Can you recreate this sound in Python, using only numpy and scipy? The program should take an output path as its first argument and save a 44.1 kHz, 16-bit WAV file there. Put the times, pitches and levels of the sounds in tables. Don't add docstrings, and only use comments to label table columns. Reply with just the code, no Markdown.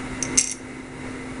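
import sys
import numpy as np
from scipy import signal
from scipy.fft import irfft
from scipy.io import wavfile
from scipy.ndimage import uniform_filter1d, minimum_filter1d

SR = 44100
rng = np.random.default_rng(int(sys.argv[2]) if len(sys.argv) > 2 else 0)


def wrap_up_sound(samples):
    columns = np.atleast_2d(samples).T
    tamed = np.clip(columns, -1, 1)
    steps = np.round(tamed * 32767).astype(np.int16)
    wavfile.write(sys.argv[1], SR, steps)


N = 61739

# f/Hz, relative level/dB
HISS_SPECTRUM = [(25, -11), (50, -9.5), (75, -12), (130, -6.5), (190, -15), (235, -9), (300, -8),
                 (400, -12.5), (520, -14.5), (680, -20), (820, -21.5), (930, -17), (1050, -21.5),
                 (1360, -19.5), (1750, -20.5), (2100, -16), (2400, -26.5), (2800, -24.5), (3100, -35),
                 (3900, -30.5), (4500, -36), (7500, -34), (8600, -35.5), (9700, -31), (10800, -48)]
# f/Hz, half-width/Hz, level/dB
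HUM_BANDS = [(50, 4, -49.5), (139.5, 3.4, -48.5), (312, 19, -48), (358, 4.5, -45.5), (391.3, 7.6, -45.5),
             (467.4, 3.7, -45), (770, 19, -50), (939, 16, -50.5), (1338, 47, -48.5), (2046, 18.5, -44.5),
             (2230, 10, -48.5), (3840, 30, -60.5)]
# t/s, level/dB
BED_SWELL = [(0, 0), (.22, -0.5), (.34, 0.5), (.58, -1), (.71, 2), (.9, -2), (1.06, 2), (1.2, -0.5),
             (1.4, -1)]
# t/s, relative level/dB, brightness/(dB per octave), low-mode knock/dB
COIN_HITS = [(0.2256, -7, -10.5, -6), (0.2271, -13.5, -6.5, 0), (0.2517, -21.5, -10, -3),
             (.354, -31, -7, 0), (.3749, -7.5, -3, 2), (.3795, -0.5, 4, -2.5), (.3842, -3, 6, -11),
             (.3857, 5.5, 0, 5), (.3950, 0, 2, 4), (.4092, -4.5, 17, -5), (.4114, -0.5, 9, -14),
             (.4160, -6.5, 0, -6), (0.4419, -2, -2, -6), (0.4434, -11, 4, 7), (0.4735, -4.5, 3, 6),
             (0.4831, -23, -5, -3), (.4960, -5.5, 0, 1), (.5047, -10, -7, -1), (.5140, -6, 22, -3),
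             (0.5157, -7.5, -6, -2), (.5232, -10.5, -11, -10.5), (.5262, -13.5, -4, -8)]
# f/Hz, relative level/dB, t60/s
RING_MODES = [(2126, -14, 0.025), (2458, -18.5, .025), (2766, -14.5, 0.013), (3657, -19, 0.014),
              (4600, -18, 0.024), (5463, -5.5, 0.013), (5720, -4, 0.033), (6150, 3.5, .015),
              (6400, -8, 0.024), (7555, -3, .015), (8360, -8.5, 0.018), (8940, -3.5, 0.013),
              (9770, -9.5, 0.028), (10550, -14.5, 0.025)]

TOP_HZ = 10800


def undb(db):
    return 10 ** (np.asarray(db) / 20)


def unit(x):
    return x / np.sqrt(np.mean(x ** 2))


def fade(t, t60):
    return np.exp(-np.log(1000) * t / t60)


def noise(spectrum):
    return unit(irfft(spectrum * np.exp(2j * np.pi * rng.random(len(spectrum))), N))


def room_tone(hiss_db=-30.5, fan_hz=257.3, fan_db=-32, waver_db=0.2, waver_hz=18):
    t = np.arange(N) / SR
    f = np.arange(N // 2 + 1) * SR / N
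    hz, db = np.array(HISS_SPECTRUM).T
    hiss = undb(hiss_db) * noise(undb(np.interp(np.log(f + 1), np.log(hz), db)))
    hum = sum(undb(level) * noise(1 / (1 + ((f - centre) / width) ** 2))
              for centre, width, level in HUM_BANDS)
    waver = noise(f * np.exp(-f / waver_hz))
    fan = undb(fan_db + waver_db * waver) * unit(np.sin(2 * np.pi * fan_hz * t))
    swell = undb(np.interp(t, *np.array(BED_SWELL).T))
    return (hiss + hum + fan) * swell


def clack(bright_db_per_octave, knock_db, knock_below_hz=3200, crack_db=-6.5, attack_s=0.00022):
    t = np.arange(SR // 20) / SR
    hz, db, t60 = np.array(RING_MODES).T
    db = db + knock_db * (hz < knock_below_hz)
    hz = hz * (1 + 0.011 * rng.standard_normal(len(hz)))
    db = db + 5 * rng.standard_normal(len(hz))
    tilt_db = bright_db_per_octave * np.log2(hz / hz.mean())
    phase = 2 * np.pi * (hz[:, None] * t + rng.random((len(hz), 1)))
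    ring = undb(db + tilt_db) @ (np.sin(phase) * fade(t, t60[:, None]))
    crack_band = signal.butter(2, [3500, TOP_HZ], "band", fs=SR, output="sos")
    burst = unit(signal.sosfilt(crack_band, rng.standard_normal(len(t))))
    crack = undb(crack_db) * burst * fade(t, t60=0.01)
    return unit((ring + crack) * np.minimum(t / attack_s, 1))


def rim_chatter(start_s=0.394, end_s=0.49, count=56, jitter_s=0.001, calm_db=11, calm_s=0.047):
    jitter, scatter_db = rng.standard_normal((count, 2)).T
    times = np.linspace(start_s, end_s, count)
    calmed = 1 - np.exp(-(times - start_s) / calm_s)
    levels = -12.5 - calm_db * calmed + scatter_db
    return [(onset, db, -7, -4) for onset, db in zip(times + jitter_s * jitter, levels)]


def coin(level_db=-19, low_cut_hz=1100):
    track = np.zeros(N)
    for onset, db, brightness, knock_db in list(COIN_HITS) + rim_chatter():
        hit = clack(brightness, knock_db)
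        i = int(onset * SR)
        track[i:i + len(hit)] += undb(level_db + db) * hit
    return signal.sosfilt(signal.butter(2, low_cut_hz, "high", fs=SR, output="sos"), track)


def reflections(x, t60, predelay_s):
    t = np.arange(N) / SR
    tail = rng.standard_normal(N) * fade(t, t60) * (t > predelay_s)
    return signal.fftconvolve(x, tail / np.linalg.norm(tail))[:N]


def gain_control(x, threshold_db=-17, start_cut_db=3.5, window_s=0.012, attack_s=0.015, release_db_per_s=7):
    power = uniform_filter1d(x ** 2, int(window_s * SR))
    excess_db = np.maximum(10 * np.log10(np.abs(power) + 1e-12) - threshold_db, 0)
    recovery_db = release_db_per_s * np.arange(N) / SR
    cut_db = np.maximum.accumulate(np.maximum(excess_db + recovery_db, start_cut_db)) - recovery_db
    pole = np.exp(-1 / (attack_s * SR))
    return x * undb(-signal.lfilter([1 - pole], [1, -pole], cut_db))


def limiter(x, ceiling=0.98, samples=5):
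    allowed = ceiling / np.maximum(np.abs(x), ceiling)
    return x * uniform_filter1d(minimum_filter1d(allowed, samples), samples)


def scene():
    direct = coin()
    early = undb(-9) * reflections(direct, t60=0.054, predelay_s=0.0014)
    late = undb(-10) * reflections(direct, t60=0.28, predelay_s=0.0051)
    return (room_tone() + direct + early + late)[None]


def record(dry):
    held = limiter(gain_control(dry[0]))
    treble_cut = signal.ellip(8, 0.1, 50, TOP_HZ, fs=SR, output="sos")
    return signal.sosfiltfilt(treble_cut, held)[None]


dry = scene()
out = record(dry)
wrap_up_sound(out)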